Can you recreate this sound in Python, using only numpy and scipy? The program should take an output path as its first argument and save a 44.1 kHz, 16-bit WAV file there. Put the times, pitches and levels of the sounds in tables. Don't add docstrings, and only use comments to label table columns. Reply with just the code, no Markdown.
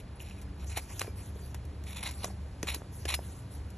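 import sys
import numpy as np
from scipy import signal
from scipy.fft import rfft, irfft, next_fast_len
from scipy.io import wavfile

SR = 44100
rng = np.random.default_rng(int(sys.argv[2]) if len(sys.argv) > 2 else 0)


def persist_wave(psi):
    counts = np.round(np.clip(psi, -1, 1) * 32767).astype(np.int16)
    wavfile.write(sys.argv[1], SR, np.atleast_2d(counts).T)


def invert_db(x):
    u = np.asarray(x, float) / 20
    return 10 ** u


N = 166257

# (time [s], frequency [Hz], level [dB])
MOTOR_TONE = [(0.0, 68, -53), (0.05, 69.5, -50), (0.72, 70.7, -39), (0.85, 69.9, -47.5),
              (1.12, 72.7, -47.5), (1.5, 70.76, -42.5), (2.34, 70.6, -43.5), (2.47, 71.1, -41),
              (2.48, 71.3, -49), (2.71, 70.45, -38.5), (2.89, 73.06, -62), (3.07, 72.2, -36),
              (3.38, 70.65, -50), (3.59, 71.05, -43.5), (3.77, 67.9, -43)]
# (frequency [Hz], width [Hz], level [dB])
MOTOR_BANDS = [(46, 27, -54.5), (78.4, 7.4, -54.5), (95.3, 7.6, -50), (121.4, 4.2, -55.5), (188.5, 7, -58),
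               (285, 4.8, -63), (383.4, 8.3, -70.5)]
# (frequency [Hz], density [dB])
FLOOR_SPECTRUM = [(15, -32), (25, -7.5), (54, -1.5), (86, -2), (196, -12), (237, -14), (4000, -38.5),
                  (5200, -41), (8800, -120)]
# (frequency [Hz], density [dB])
HISS_SPECTRUM = [(2000, -2.5), (4000, -7.5), (7000, -2), (10500, 3.5), (11500, -3.5), (12500, -47),
                 (14000, -4)]
FLOOR_DB, HISS_DB = -46.5, -64.5
APART_DB, APART_HZ = -68.5, (162, 1410)

# (start [s], length [s], level [dB])
RUSTLES = [(0.644, 0.086, -53.5), (0.79, 0.069, -53), (0.876, 0.11, -48.5), (1.043, 0.039, -55),
           (1.149, 0.12, -52.5), (1.333, 0.15, -57), (1.829, 0.023, -58), (2.13, 0.081, -49.5),
           (2.237, 0.053, -52), (2.755, 0.027, -55), (2.903, 0.19, -55), (3.162, 0.092, -59.5),
           (3.222, 0.17, -58), (3.49, 0.072, -54)]
# (frequency [Hz], density [dB])
CLOTH_SPECTRUM = [(600, 3), (2000, -1.5), (5000, -2.5), (8000, 5), (10500, 7.5), (12000, -1), (13500, -20),
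                  (16000, -46)]
RUSTLE_RISE_S, RUSTLE_FALL_S = 0.035, 0.036

# (time [s], peak level [dB], pitch [Hz], decay [cycles])
TAPS = [(.774, -29.5, 680, 15), (1.0156, -24.5, 1150, 25), (1.017, -38, 546, 8.9), (1.0708, -34.5, 1970, 5),
        (1.079, -31, 448, 13.3), (1.36, -37.5, 439, 14), (1.735, -42, 307, 10), (1.046, -34, 700, 10),
        (2.2438, -30, 702, 21), (2.2442, -27, 1127, 23), (2.255, -32, 620, 14), (2.28, -38, 960, 16),
        (2.284, -35, 375, 6.4), (2.303, -39, 766, 22), (2.633, -28, 337, 14), (2.6327, -29, 420, 13),
        (2.685, -24, 1360, 4.8), (2.764, -32.5, 336, 4.9), (2.819, -26, 604.6, 1.9),
        (3.055, -27.5, 433, 4.1), (3.191, -26, 674, 6.3)]
TAP_SOFTNESS = 1.82

# (time [s], frequency [Hz], level [dB], t60 [s])
BLADE_MODES = [
    (.15, 10200, -54.5, 0.085),
    (1.066, 2350, -56.5, 0.21),
    (1.075, 5160, -62.5, 0.1),
    (1.41, 4700, -65, 0.29),
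    (1.41, 12950, -59, 0.31),
    (2.29, 5460, -62, .12),
    (2.75, 10470, -46, 0.1),
    (3.148, 5190, -49.5, 0.19),
    (3.139, 10000, -31, 0.031),
    (3.15, 11100, -64, 0.13),
]
SING_RISE_S = 0.012

# (time [s], peak level [dB], pitch [Hz], decay [cycles])
NICKS = [(0.2027, -34.5, 2700, 38), (.2611, -50, 2800, 50), (0.31, -40, 2600, 56), (0.327, -51, 2450, 36),
         (0.3724, -57, 2220, 40), (0.6263, -55, 2540, 40), (.7071, -54, 2170, 55), (0.7728, -26, 2350, 17),
         (.9942, -24.5, 5760, 59), (1.8688, -39, 2270, 40), (2.033, -35, 2100, 29),
         (2.2446, -21.5, 5700, 38), (2.629, -26, 6040, 97), (2.6301, -25, 1680, 16),
         (2.664, -44, 7160, 100), (3.053, -39, 2790, 45), (3.145, -25.5, 4020, 50)]
NICK_PARTNER = 1.07

# (time [s], peak level [dB], crack t60 [s], low part [dB])
FLICKS = [(0.414, -32, 0.09, -6), (0.7733, -11.5, 0.011, -16), (0.994, -11.5, 0.023, -10),
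          (1.0153, -13.5, 0.0049, 5.5), (1.544, -25, 0.027, 4.5), (1.6511, -35, 0.029, -3),
          (1.8373, -32.5, .03, 0), (2.0333, -32, 0.029, -3), (2.1093, -24, 0.057, -3),
          (2.2427, -14, 0.042, -2), (2.6289, -17.5, 0.012, 8.5), (2.745, -13, 0.04, -4),
          (3.053, -22.5, 0.031, 9.5), (3.144, -9.5, 0.019, -7), (3.702, -31.5, 0.028, -22)]
# (frequency [Hz], density [dB])
CRACK_SPECTRUM = [(300, 0.5), (1000, -9), (2300, -5), (4000, -11.5), (6000, -10.5), (8000, -6.5),
                  (10500, -3.5), (15000, -18)]
CRACK_SPLIT_HZ, CRACK_SPREAD_DB = 4700, 2.2
TAIL_DB, TAIL_T60_S = -16.5, 0.2

# (start [s], length [s], level [dB], rise [s])
DRAGS = [(0, 0.0036, -48, 0.00097), (0.192, 0.037, -51.5, 0.0057), (0.234, 0.081, -53.5, 0.028),
         (0.31, 0.096, -59.5, 0.0046), (0.562, 0.084, -53.5, 0.071), (0.691, 0.037, -47.5, 0.012),
         (0.731, 0.023, -52, 0.018), (0.752, 0.025, -30.5, 0.03), (0.787, 0.011, -47.5, 0.0049),
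         (1.002, 0.0092, -31, 0.015), (1.011, 0.011, -47.5, .004), (1.859, 0.096, -48.5, 0.008),
         (1.951, 0.043, -45, 0.019), (2, 0.031, -47, .01), (2.027, 0.02, -42, 0.0028),
         (2.046, 0.045, -37.5, 0.01), (2.092, 0.049, -52, 0.0045), (2.19, 0.056, -49, 0.052),
         (2.224, 0.022, -43.5, 0.016), (2.666, 0.008, -39.5, 0.01), (2.676, 0.021, -38, 0.0026),
         (2.697, 0.0045, -40.5, 0.0067), (2.707, 0.024, -46, 0.0043), (2.734, 0.011, -35, 0.013),
         (2.756, 0.0074, -55, 0.0044), (3.077, 0.018, -34, 0.012), (3.094, 0.016, -33.5, 0.0095),
         (3.116, 0.018, -42.5, .005), (3.139, 0.0046, -30.5, 0.0028)]
# (frequency [Hz], width [Hz], level [dB])
CONTACT_MODES = [(750, 500, -3), (1300, 600, -5.5), (2450, 800, 1), (3900, 600, 1.5), (5600, 400, -7),
                 (7100, 700, -1), (10000, 800, 2), (11400, 1100, -5)]
# (start [s], horn pitch [Hz], blade pitch [Hz], blade level [dB], dull grit level [dB])
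GRIPS = [
    (0, 2480, 4050, -5, -6),
    (.5, 2450, 3925, -0.5, 4),
    (.68, 2310, 4080, -1.5, -0.5),
    (.9, 2380, 3900, -3, 3.5),
    (1.8, 2220, 3700, 0, -1),
    (2.022, 2193, 3920, 1.5, -1),
    (2.16, 2500, 3830, 3.5, 1.5),
    (2.6, 2250, 3830, 2.5, 2),
    (2.725, 2450, 4100, 0.5, 1),
    (3.0, 2440, 3922, 0, -2),
]
GRAINS_PER_S, GRAIN_SPREAD_DB = 7000, 3.3
STUTTER_DB, SHIFT_DB = 2.0, 2.5
DRAG_FALL_S, HORN_WIDE_DB = 0.0063, -10.5

# (frequency [Hz], phase [rad])
PORT_PHASE = [(20, 0), (900, .15), (1900, -.1), (2550, -.5), (3800, -.75), (4350, -1.25), (4650, -2),
              (5200, -5.1), (5600, -6.2), (6000, -6.35), (8800, -9.4), (9500, -9.65), (12200, -12.57),
              (13700, -12.57), (15000, -15.7)]
# (frequency [Hz], level [dB])
MASKING = [(250, -40), (1200, -24), (2000, -16), (4900, -6.5), (6000, -13), (9000, -9.5), (13000, -13)]
FAINT_HZ, FAINT_DB, RAGGED_DB, SUDDEN_DB = 11500, -99, 3.0, 10
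NEAR_DB, NEAR_T60_S, NEAR_HZ = -15, 0.05, (330, 9500)
CASE_HZ, CASE_WIDTH_HZ, CASE_DB = 4900, 500, -5
LOW_CUT_HZ, TOP_HZ = 39, 12100


def rms_one(x):
    return x / np.sqrt(np.mean(x ** 2) + 1e-20)


def drift(rate):
    r = np.exp(-2 * np.pi * rate / SR)
    noise = rng.standard_normal(N + SR)
    return rms_one(signal.lfilter([1], [1, -2 * r, r * r], noise)[SR:])


def coloured(x, spectrum):
    hz, db = np.transpose(spectrum)
    f = np.maximum(np.arange(N // 2 + 1) * SR / N, 1)
    gain_db = np.interp(np.log(f), np.log(hz), db, left=-60)
    return rms_one(irfft(rfft(x) * invert_db(gain_db), N))


def band(x, order, edges_hz):
    return signal.sosfilt(signal.butter(order, edges_hz, "band", fs=SR, output="sos"), x)


def resonance(x, hz, width_hz):
    r = np.exp(-np.pi * width_hz / SR)
    zeros = np.array([1, 0, -1]) * (1 - r * r) / 2
    return signal.lfilter(zeros, [1, -2 * r * np.cos(2 * np.pi * hz / SR), r * r], x)


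def ring(clicks, hz, t60):
    r = invert_db(-60 / (t60 * SR))
    w = 2 * np.pi * hz / SR
    return signal.lfilter([0, np.sin(w)], [1, -2 * r * np.cos(w), r * r], clicks + 1e-18)


def swell(start, length, rise, fall):
    t = np.arange(N) / SR - start
    attack = np.sin(np.pi / 2 * np.clip(t / rise, 0, 1)) ** 2
    return attack * np.exp(-np.maximum(t - length, 0) / fall)


def grains(rate, spread_db):
    sizes = invert_db(spread_db * np.minimum(rng.exponential(1, N), 5)) * rng.choice([-1, 1], N)
    return rms_one(sizes * (rng.random(N) < rate / SR))


def shed():
    s, hz, db = np.transpose(MOTOR_TONE)
    t = np.arange(N) / SR
    phase = 2 * np.pi * np.cumsum(np.interp(t, s, hz) + 0.65 * drift(3.8)) / SR
    out = np.sqrt(2) * invert_db(np.interp(t, s, db) - 0.5) * np.sin(phase)
    for hz, width_hz, db in MOTOR_BANDS:
        noise = rng.standard_normal(N + SR)
        hum = resonance(resonance(noise, hz, width_hz), hz, 2 * width_hz)
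        out += invert_db(db) * rms_one(hum[SR:])
    room_floor = coloured(rng.standard_normal(N), FLOOR_SPECTRUM + [(9000, -49.5)])
    hiss = coloured(rng.standard_normal(N), HISS_SPECTRUM)
    return out + invert_db(FLOOR_DB) * room_floor + invert_db(HISS_DB + drift(0.43)) * hiss


def rustle():
    level = sum(invert_db(db) * swell(s, length, RUSTLE_RISE_S, RUSTLE_FALL_S) for s, length, db in RUSTLES)
    cloth = coloured(grains(20000, 3.65), CLOTH_SPECTRUM)
    patches = np.zeros(N)
    for k, hz in enumerate(np.geomspace(900, 12000, 9)):
        patches += invert_db(3.3 * drift(10.2)) * resonance(cloth, hz, hz / 3) * (-1) ** k
    return level * rms_one(patches)


def taps():
    out = np.zeros(N + SR)
    for s, db, hz, cycles in TAPS:
        click = invert_db(db - 5.0) * signal.unit_impulse(SR // 10)
        contact = signal.butter(2, TAP_SOFTNESS * hz, fs=SR, output="sos")
        click = signal.sosfilt(contact, click + 1e-18)
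        for ratio, rel_db in [(1, 3), (1.3, -4.5), (2.3, -3)]:
            out[int(s * SR):][:len(click)] += invert_db(rel_db) * ring(click, hz * ratio, cycles / hz / ratio)
    return out[:N]


def blade():
    t = np.arange(N) / SR
    out = np.zeros(N)
    for s, hz, db, t60 in BLADE_MODES:
        level = invert_db(db) * swell(s, SING_RISE_S, SING_RISE_S, t60 / np.log(1000))
        out += level * np.sin(2 * np.pi * hz * t)
    return out


def nicks():
    out = np.zeros(N + SR)
    for s, db, hz, cycles in NICKS:
        click = resonance(invert_db(db - 6) * signal.unit_impulse(SR // 10) + 1e-18, hz, hz / 2)
        pair = ring(click, hz, cycles / hz) + ring(click, hz * NICK_PARTNER, cycles / hz)
        out[int(s * SR):][:len(click)] += pair
    return out[:N]


def flicks():
    both = np.array([coloured(grains(15000, CRACK_SPREAD_DB), CRACK_SPECTRUM),
                     coloured(rng.standard_normal(N), CRACK_SPECTRUM)])
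    low = signal.lfilter(*signal.butter(1, CRACK_SPLIT_HZ, fs=SR), both)
    tail_level = invert_db(TAIL_DB)
    out = np.zeros(N)
    for s, db, t60, low_db in FLICKS:
        crack, tail = both + (invert_db(low_db) - 1) * low
        crack = crack * swell(s, 0.0017, 0.00091, max(t60, 0.003) / np.log(1000))
        tail = tail * tail_level * swell(s, 0.001, 0.001, TAIL_T60_S / np.log(1000))
        out += invert_db(db - 16.5) * (crack + tail)
    return out


def drags():
    strokes = sum(invert_db(db) * swell(s, length, max(rise, 0.001), DRAG_FALL_S) for s, length, db, rise in DRAGS)
    force = invert_db(STUTTER_DB * drift(80)) * strokes
    slips = grains(GRAINS_PER_S, GRAIN_SPREAD_DB)
    wander = [invert_db(SHIFT_DB * drift(17.0)) for _ in CONTACT_MODES]
    cuts = [int(row[0] * SR) for row in GRIPS] + [N]
    body = np.zeros(N)
    for a, b, (_, horn_hz, blade_hz, blade_db, grit_db) in zip(cuts, cuts[1:], GRIPS):
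        new_hz = {2: horn_hz, 3: blade_hz}
        extra_db = {0: grit_db, 1: grit_db, 3: blade_db}
        for k, (hz, width_hz, db) in enumerate(CONTACT_MODES):
            hz = new_hz.get(k, hz)
            db = db + extra_db.get(k, 0)
            mode = resonance(resonance(slips[a:b], hz, width_hz), hz, 2 * width_hz)
            body[a:b] += invert_db(db) * wander[k][a:b] * mode * (-1) ** k
    return force * (rms_one(body) + invert_db(HORN_WIDE_DB) * coloured(slips, CRACK_SPECTRUM))


def scene():
    front = shed() + rustle() + taps() + blade() + nicks() + flicks() + drags()
    apart = rms_one(band(rng.standard_normal(N), 2, APART_HZ))
    return front + invert_db(APART_DB) * apart * np.array([[1], [-1]])


def nearby(x):
    t = np.arange(SR // 10) / SR
    echoes = rng.standard_normal((2, len(t))) * invert_db(-60 * t / NEAR_T60_S)
    echoes = echoes / np.sqrt((echoes ** 2).sum(1, keepdims=True))
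    wet = signal.fftconvolve(x, echoes, axes=1)[:, :N]
    return invert_db(NEAR_DB) * band(wet, 2, NEAR_HZ)


def drop_masked(x):
    mid_side = np.array([x[0] + x[1], x[0] - x[1]]) / 2
    hz, _, z = signal.stft(mid_side, SR, nperseg=2048)
    power = (abs(z[:, :1024]) ** 2).reshape(2, 64, 16, -1).mean(2)
    mid_hz = hz[:1024].reshape(64, 16).mean(1)[:, None]
    judged = power * invert_db(2 * RAGGED_DB * rng.standard_normal(power.shape))
    threshold = invert_db(2 * np.interp(mid_hz, *np.transpose(MASKING)))
    keep = judged > power[::-1] * threshold
    loud = power[:, 3:].sum((0, 1))
    keep |= loud > invert_db(2 * SUDDEN_DB) * np.roll(loud, 2)
    keep &= (judged > invert_db(2 * FAINT_DB)) | (mid_hz < FAINT_HZ)
    z[:, :1024] *= np.repeat(keep | (mid_hz <= MASKING[0][0]), 16, axis=1)
    mid, side = signal.istft(z, SR, nperseg=2048)[1][:, :N]
    return np.array([mid + side, mid - side])


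def top_cut(x):
    return signal.sosfilt(signal.butter(12, 15710, fs=SR, output="sos"), x)


def record(dry):
    size = next_fast_len(N + 4096)
    hz, phase = np.transpose(PORT_PHASE)
    half = np.interp(np.arange(size // 2 + 1) * SR / size, hz, phase) / 2
    dry = dry + invert_db(CASE_DB) * resonance(dry, CASE_HZ, CASE_WIDTH_HZ)
    turned = rfft(dry, size) * np.exp(1j * half * np.array([[-1], [1]]))
    x = irfft(turned, size)[:, :N] + nearby(dry)
    x = band(x, 3, (LOW_CUT_HZ, TOP_HZ))
    return top_cut(drop_masked(x))


dry = scene()
out = record(dry)
persist_wave(out)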